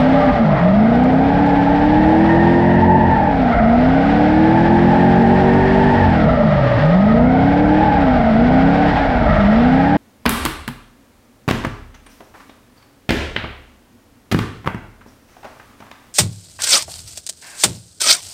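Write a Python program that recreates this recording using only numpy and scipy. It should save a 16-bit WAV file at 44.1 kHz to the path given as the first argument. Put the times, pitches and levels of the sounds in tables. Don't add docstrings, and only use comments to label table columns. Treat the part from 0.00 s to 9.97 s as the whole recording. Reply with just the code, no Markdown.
import sys
import numpy as np
from scipy import signal
from scipy.fft import rfft, irfft, next_fast_len
from scipy.io import wavfile
from scipy.ndimage import uniform_filter1d, minimum_filter1d

SR = 44100
rng = np.random.default_rng(int(sys.argv[2]) if len(sys.argv) > 2 else 0)


def store_wav(level_fs):
    pcm = np.round(np.clip(np.atleast_2d(level_fs), -1, 1) * 32767)
    wavfile.write(sys.argv[1], SR, pcm.T.astype(np.int16))


N = 439677
TIME = np.arange(N) / SR
BINS_HZ = np.fft.rfftfreq(N, 1 / SR)
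CYLINDERS, REF_FIRING_HZ = 8, 280

# open/s, lift/s, firing at open/Hz, at lift/Hz, climb tau/s, fall tau/s, overrun/dB
REVS = [(0, .18, 246.6, 272.5, 0.42, 0.28, 1), (0.621, 1.42, 168.5, 288.1, 0.54, .084, -14),
        (1.669, 2.99, 280.3, 364, 1.426, 0.24, 1), (3.621, 5.92, 217.5, 389.7, 1.132, 0.25, 0.5),
        (6.84, 7.82, 147.2, 311.9, .64, .2, 1.5), (8.331, 8.92, 215.5, 296.4, 0.43, .16, -3.5),
        (9.452, 9.969, 198.5, 296.5, 0.84, .17, 0)]
# t/s, shift/Hz
SIDE_LOAD = [(0, 25), (.6, -10), (1, 25), (1.4, 20), (2, 62), (2.5, 55), (3.15, 42), (3.7, -25), (4.2, -12),
             (5.2, -8), (6.08, -15), (6.22, -140), (6.5, -75), (6.8, -20), (7.15, -45), (7.5, 0), (7.9, 10),
             (8.4, 0), (9.1, 20), (9.4, -4.5), (9.8, 41)]


def amp(db):
    return 10 ** (np.asarray(db) / 20)


def unit(x):
    return x / np.sqrt(np.mean(abs(x) ** 2) + 1e-20)


def follow(points):
    return np.interp(TIME, *np.transpose(points))


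def swell(at_s, half_s, order=2):
    return np.exp(-abs((TIME - at_s) / half_s) ** order)


def db_at(points, hz):
    f, db = np.transpose(points)
    return np.interp(np.log(hz + 1), np.log(f), db)


def colour(x, points):
    size = next_fast_len(N)
    return irfft(rfft(x, size) * amp(db_at(points, np.fft.rfftfreq(size, 1 / SR))), size)[:N]


def noise(points):
    return unit(colour(rng.standard_normal(N), points))


def wander(rate_hz):
    count = 8192
    spectrum = rfft(rng.standard_normal(count)) / (1 + (BINS_HZ[:count // 2 + 1] / rate_hz) ** 4)
    return unit(np.interp(TIME, np.linspace(0, TIME[-1], count), irfft(spectrum)))


def resonate(x, hz, width_hz):
    turn = np.exp(2j * np.pi * np.cumsum(hz * np.ones(N)) / SR)
    pole = np.exp(-np.pi * width_hz / SR)
    return 2 * (turn * signal.lfilter([1 - pole], [1, -pole], x / turn)).real


def road():
    # t/s, level/dB
    rumble_levels = [(0, -32.5), (1, -35), (2, -28), (2.8, -34), (3.6, -24.5), (4.4, -32), (5.8, -25),
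                     (6.9, -29.5), (7.4, -26.5), (7.8, -30), (8.1, -23.5), (8.6, -29), (9.3, -19.5),
                     (9.97, -33.5)]
    # f/Hz, density/dB
    rumble_spectrum = [(12, -22.5), (25, -8.5), (40, 5), (55, 6), (75, 3), (110, -3.5), (200, -20.5),
                       (500, -76)]
    roar_spectrum = [(50, -21.5), (110, -11), (170, -5), (240, -9), (310, -6.5), (375, -16.5), (470, -8),
                     (535, -13), (620, -3.5), (720, -8.5), (830, -6.5), (1030, -19), (1300, -38),
                     (3000, -74)]
    rumble = amp(follow(rumble_levels) + 1.5) * noise(rumble_spectrum)
    return rumble + amp(-21 + wander(28)) * noise(roar_spectrum)


def rush(angle, air_db):
    # f/Hz, density/dB
    hiss_spectrum = [(500, -15.5), (1000, 0), (1600, -1), (2150, -2.5), (2450, -6), (3400, -10),
                     (4200, -16), (5200, -20.5), (6200, -33), (8000, -38.5), (9300, -52), (11000, -56.5),
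                     (12300, -57.5), (15000, -70)]
    # f/Hz, width/Hz, gain/dB
    panels = [(1170, 91, -6.5), (1420, 120, -5), (1620, 80, 2), (1898, 70, 5), (2140, 27, -7)]
    pulsing = 1 + .065 * np.cos(CYLINDERS * angle) + .049 * np.cos(CYLINDERS / 2 * angle)
    hiss = noise(hiss_spectrum) * pulsing * amp(air_db + 8 + 1.1 * wander(22))
    return hiss + sum(amp(db - 3.5) * resonate(hiss, hz, width_hz) for hz, width_hz, db in panels)


def whistle(hz=1205, width_hz=35):
    # t/s, level/dB
    levels = [(0, -43), (.3, -29), (.42, -37), (.7, -35), (1.15, -42.5), (1.3, -65)]
    breath = resonate(rng.standard_normal(N), hz, width_hz)
    return amp(follow(levels)) * unit(resonate(breath, hz, width_hz))


def sizzle(cycle_hz, coast, air_db):
    spectrum = [(2500, -23), (4800, 3), (6200, -4.5), (8300, -8), (10800, -21), (12200, -19),
                (15000, -31)]
    grains = rng.standard_normal(N) * amp(3 * wander(400))
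    level_db = air_db - 16.2 + .37 * (cycle_hz - cycle_hz.max()) - 3.6 * coast + .9 * wander(9)
    return amp(level_db) * unit(colour(grains, spectrum))


def air(cycle_hz, angle, coast):
    # t/s, level/dB
    levels = [(0, -37), (0.3, -38), (0.42, -41), (0.83, -41.5), (1.3, -41), (1.75, -40), (2.44, -39.5),
              (2.94, -45), (3.3, -42), (3.75, -41), (4.1, -38), (4.4, -38.5), (5.3, -38.5), (6.13, -38),
              (6.44, -40.5), (6.75, -37.5), (7.3, -43), (7.46, -39.5), (7.57, -42), (7.8, -40), (8.75, -38),
              (8.94, -35), (9.2, -39.5), (9.4, -37), (9.97, -39)]
    air_db = follow(levels)
    return rush(angle, air_db) + whistle() + sizzle(cycle_hz, coast, air_db)


def ticks(attack_s=.002):
    # t/s, level/dB, t60/s
    rattles = [(.27, -51, 0.19), (.952, -40, 0.04), (1.036, -36, 0.037), (1.125, -45, 0.05),
               (1.46, -44, .08), (2.449, -46, 0.046), (3.11, -48, 0.1), (3.363, -46, 0.044),
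               (3.775, -44, 0.039), (4.96, -51, 0.049), (6.845, -48, 0.2)]
    spectrum = [(1500, -23), (4000, 14.5), (8000, -3), (10000, -10.5), (12000, -8.5), (15000, -14.5)]
    envelope = np.zeros(N)
    for at_s, db, t60_s in rattles:
        age_s = np.maximum(TIME - at_s, 0)
        envelope += amp(db - 60 * age_s / t60_s) * (1 - np.exp(-age_s / attack_s))
    return envelope * noise(spectrum)


def thumps(half_s=.023):
    # t/s, f/Hz, level/dB
    knocks = [(.335, 58.9, -18), (6.24, 226.1, -15), (6.28, 149.7, -16), (6.45, 223.3, -13.5)]
    return np.sqrt(2) * sum(amp(db) * swell(at_s, half_s) * np.sin(2 * np.pi * hz * TIME)
                            for at_s, hz, db in knocks)


def scuffs():
    # t/s, half length/s, level/dB
    drags = [(.3, .04, -29), (0.584, 0.093, -25), (6.734, 0.11, -35)]
    # f/Hz, density/dB
    spectrum = [(600, -30), (900, -5.5), (1050, -1.5), (1250, -11), (1600, -10), (2100, -11), (2600, -24.5),
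                (6000, -56.5), (12000, -88.5)]
    return sum(amp(db) * swell(at_s, half_s) for at_s, half_s, db in drags) * noise(spectrum)


def wheel_spin(firing_hz, lag_s=.03, level_off_per_hz=.001):
    above_hz = np.interp(TIME - lag_s, TIME, firing_hz) - REF_FIRING_HZ
    return above_hz * (1 - level_off_per_hz * above_hz)


def tread(slip, second_db, third_db):
    return unit(np.cos(slip) + amp(second_db) * np.cos(2 * slip) + amp(third_db) * np.cos(3 * slip))


def light_tyre(spin_hz, overtone_db, jitter=.07):
    hz = 711.6 + .8 * spin_hz + .45 * follow(SIDE_LOAD)
    slip = 2 * np.pi * np.cumsum(hz * (1 + jitter * wander(59.67))) / SR
    howl = tread(slip, overtone_db - 12, overtone_db - 19.5) * amp(.64 * wander(59))
    return amp(-26.3 + .0067 * spin_hz) * unit(howl)


def loaded_tyre(angle, spin_hz, overtone_db, rib_spread=.038, jitter=.034, shake_rad=.64):
    hz = 781 + 1.2 * spin_hz + follow(SIDE_LOAD)
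    howl = np.zeros(N)
    for rib in (-1, 0, 1):
        rib_hz = hz * (1 + rib_spread * rib + jitter * wander(70.27))
        slip = 2 * np.pi * np.cumsum(rib_hz) / SR + shake_rad * np.sin(angle + np.pi * rib)
        howl += tread(slip, overtone_db - 10.5, overtone_db - 16.5)
    return amp(-23 + .0255 * spin_hz + wander(21)) * unit(howl)


def bites(jitter=.023, flicker_db=2.5, third_db=-5, smear_rad=.9):
    # t/s, half length/s, f/Hz, level/dB, overtones/dB
    squeals = [(.2, 0.26, 590, -25, -11), (0.479, .06, 540, -28, -15), (0.622, .07, 625, -24, -15.5),
               (2.081, .07, 849, -22, -17.5), (2.38, .16, 918, -27, -5.5), (2.718, .1, 926, -25, -5),
               (2.88, .08, 888, -16.5, -19.5), (3.221, .07, 872, -28, -14), (3.559, .07, 690, -22, -3.5),
               (3.717, .1, 705, -20, -12), (4.438, .07, 820, -26, -10), (6.3, .05, 640, -19.5, -16),
               (6.4, .04, 600, -23, -14), (6.502, .06, 628, -22, -14), (6.679, .09, 565, -21.5, -10),
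               (6.881, .11, 560, -21.5, -11.5), (7.141, .09, 638.4, -26, -11.5), (7.87, .1, 833, -25, -19),
               (8.169, .2, 638.2, -24.5, -14), (9.05, .14, 802, -23.5, -12), (9.36, 0.18, 640, -21, -9)]
    drift = 1 + jitter * wander(60)
    flicker = amp(flicker_db * wander(27))
    smear = smear_rad * wander(110)
    out = np.zeros(N)
    for at_s, half_s, hz, db, overtone_db in squeals:
        near = abs(TIME - at_s) < 2 * half_s
        slip = 2 * np.pi * np.cumsum(hz * drift[near]) / SR
        hoarse = slip + smear[near]
        overtones = np.cos(2 * hoarse) + amp(third_db) * np.cos(3 * hoarse)
        note = unit(np.cos(slip) + amp(overtone_db) * overtones)
        out[near] += amp(db) * swell(at_s, half_s, order=4)[near] * note
    return out * flicker


def cabin(x, t60_s=.1, wet=.49, crossfade_hz=1.299, patterns=3):
    t, echoes = TIME[:SR // 8], np.zeros(N)
    for k in range(patterns):
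        taps = rng.standard_normal(len(t)) * amp(-60 * t / t60_s) * (t > .002)
        share = np.sqrt(2 / patterns) * np.cos(np.pi * (crossfade_hz * TIME + k / patterns))
        echoes += signal.oaconvolve(x * share, taps / np.linalg.norm(taps))[:N]
    return (x + wet * echoes) / np.hypot(1, wet)


def tyres(firing_hz, angle):
    # f/Hz, gain/dB
    path = [(370, -22), (470, -4), (545, 3), (625, 3.5), (690, 0), (820, 2), (930, -1.5), (1040, -9),
            (1260, 5), (1400, -0.5), (1620, -0.5), (1720, -0.5), (1850, 5), (2020, -1), (2140, 2),
            (2350, -5.5), (4000, -18)]
    spin_hz = wheel_spin(firing_hz)
    overtone_db = -1 + .34 * TIME
    howl = loaded_tyre(angle, spin_hz, overtone_db) + light_tyre(spin_hz, overtone_db) + bites()
    return cabin(colour(howl, path))


def firing_rate():
    hz = np.zeros(N)
    for push, after in zip(REVS, [*REVS[1:], None]):
        open_s, lift_s, low_hz, top_hz, climb_s, fall_s, _ = push
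        climb = 1 - np.exp(-np.clip(TIME - open_s, 0, lift_s - open_s) / climb_s)
        rev_hz = low_hz + (top_hz - low_hz) * climb / climb[-1]
        if after is not None:
            next_open_s, _, next_low_hz, *_ = after
            age = np.clip(TIME - lift_s, 0, next_open_s - lift_s) / fall_s
            fall = 1 - (1 + age) * np.exp(-age)
            rev_hz += (next_low_hz - top_hz) * fall / fall[-1]
        hz = np.where(TIME >= open_s, rev_hz, hz)
    return hz


def coasting(firing_hz, onset_hz_per_s=40, span_hz_per_s=75, ease_s=.08, lead_s=.032):
    sink_hz_per_s = -np.gradient(firing_hz) * SR
    shut = np.clip((sink_hz_per_s - onset_hz_per_s) / span_hz_per_s, 0, 1)
    return np.interp(TIME + lead_s, TIME, uniform_filter1d(shut, size=round(ease_s * SR)))


def stumbling():
    # t/s, half length/s, depth/0-1
    stumbles = [(.345, 0.033, 1), (.575, 0.024, 0.4), (3.136, .04, 0.9), (3.254, 0.039, 0.22),
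                (3.56, 0.052, 0.8), (6.098, 0.042, 0.9), (6.22, 0.021, 0.54), (6.317, 0.058, 1),
                (6.7, .09, 0.4), (7.957, .04, 0.7), (8.96, 0.031, 0.55)]
    return sum(depth * swell(at_s, half_s) for at_s, half_s, depth in stumbles)


def misfires(angle, stumble, level_db=-22.5, uneven_db=2.2):
    spectrum = [(40, -12.5), (170, -.5), (260, .5), (380, -17.5), (620, -15), (1500, -45.5),
                (6000, -100)]
    fired = np.diff(np.floor(CYLINDERS * angle / (2 * np.pi)), prepend=0)
    pops = fired * rng.standard_normal(N) * amp(uneven_db * wander(30))
    return amp(level_db) * stumble * unit(colour(pops, spectrum))


def engine_levels(firing_hz, coast, drone_below_hz=216):
    # f/Hz, level/dB
    open_levels = [(150, -11), (190, -12), (240, -13), (265, -14), (287, -17.5), (315, -13), (340, -17),
                   (360, -21.5), (388, -18.5)]
    shut_levels = [(150, -35), (185, -26.5), (205, -17.5), (222, -18), (240, -18), (262, -17), (290, -22.5),
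                   (360, -25.5)]
    # t/s, half length/s, lope gain/dB
    burbles = [(0.567, .06, 2), (0.805, 0.2, 5.5), (1.2, 0.25, 2.5), (1.623, 0.24, -3.5), (2.548, 0.3, 0.4),
               (4.95, 0.31, 1.5), (5.72, 0.36, -3), (6.272, 0.15, 8), (6.66, 0.13, 11.5), (7.195, 0.25, 6),
               (8.47, 0.13, 4.5), (9.68, 0.12, 3)]
    overrun_db = np.zeros(N)
    for open_s, lift_s, *_, db in REVS:
        overrun_db[TIME >= (open_s + lift_s) / 2] = db
    shut_db = db_at(shut_levels, firing_hz) + overrun_db + 2 * wander(25)
    firing_db = (1 - coast) * db_at(open_levels, firing_hz) + coast * shut_db
    lope_db = -27.5 + .0671 * (firing_hz - REF_FIRING_HZ) + coast * (overrun_db - 4)
    lope_db += sum(db * swell(at_s, half_s) for at_s, half_s, db in burbles)
    drone_db = -17 + overrun_db - 2.5 * np.maximum(firing_hz - drone_below_hz, 0)
    return firing_db, lope_db, drone_db


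def engine(cycle_hz, angle, coast, stumble, stumble_db=-8.5, dispersion_rad=.7):
    # multiple of the cycle rate, relative level/dB
    orders = [(2, 5.5), (3, 2.5), (4, 0), (5, 3), (6, 0), (7, -4), (9, -2.5), (10, -3.5), (11, -10.5),
              (12, -5.5), (13, -2), (14, -4.5), (15, -15), (16, -1)]
    # f/Hz, gain/dB
    path = [(60, -9), (90, -10.5), (110, -4.5), (140, -2), (178, 4), (198, 1.5), (220, 3), (260, 1.5),
            (320, -7.5), (380, -15.5), (475, 2.5), (540, -8), (620, 1.5), (780, -34)]
    # t/s, half length/s, level/dB
    booms = [(2.851, 0.11, -17), (3.08, 0.06, -17.5), (6.04, 0.096, -15)]
    firing_db, lope_db, drone_db = engine_levels(CYLINDERS * cycle_hz, coast)
    out = amp(firing_db + stumble_db * stumble + 1.1 * wander(10)) * np.cos(CYLINDERS * angle)
    out += coast * amp(drone_db + 1.2 * wander(20)) * np.sin(6 * angle)
    out += sum(amp(db) * swell(at_s, half_s) for at_s, half_s, db in booms) * np.sin(2 * angle)
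    rasp_db = lope_db + .21 * (firing_db - lope_db) - 3
    for order, db in orders:
        level_db = (lope_db if order < CYLINDERS else rasp_db) + db + db_at(path, order * cycle_hz)
        lag_rad = dispersion_rad * (order - CYLINDERS / 2) ** 2 + .25 * wander(62)
        out += amp(level_db + 1.85 * wander(7.3)) * np.cos(order * angle + lag_rad)
    return -np.sqrt(2) * out


def scene():
    firing_hz = firing_rate()
    coast, stumble = coasting(firing_hz), stumbling()
    cycle_hz = firing_hz / CYLINDERS * (1 + (.0034 + .008 * coast) * wander(17))
    angle = 2 * np.pi * np.cumsum(cycle_hz) / SR
    motor = engine(cycle_hz, angle, coast, stumble) + misfires(angle, stumble)
    rubber = tyres(firing_hz, angle) + scuffs()
    background = road() + air(cycle_hz, angle, coast) + thumps() + ticks()
    return (motor + rubber + background)[None]


def record(dry, threshold_db=-13, ceiling=.88, cutoff_hz=15200):
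    power = uniform_filter1d(uniform_filter1d(dry[0] ** 2, size=900), size=700)
    over_db = np.maximum(10 * np.log10(abs(power) + 1e-12) - threshold_db, 0)
    levelled = dry * amp(.6 - .35 * over_db) * signal.windows.tukey(N, .0002)
    limit_gain = minimum_filter1d(ceiling / np.maximum(abs(levelled), ceiling), size=300)
    limited = levelled * uniform_filter1d(uniform_filter1d(limit_gain, size=150), size=150)
    lowpass = signal.firwin(511, cutoff_hz, window=("kaiser", 9), fs=SR)
    return signal.oaconvolve(limited, lowpass[None], "same")


dry = scene()
out = record(dry)
store_wav(out)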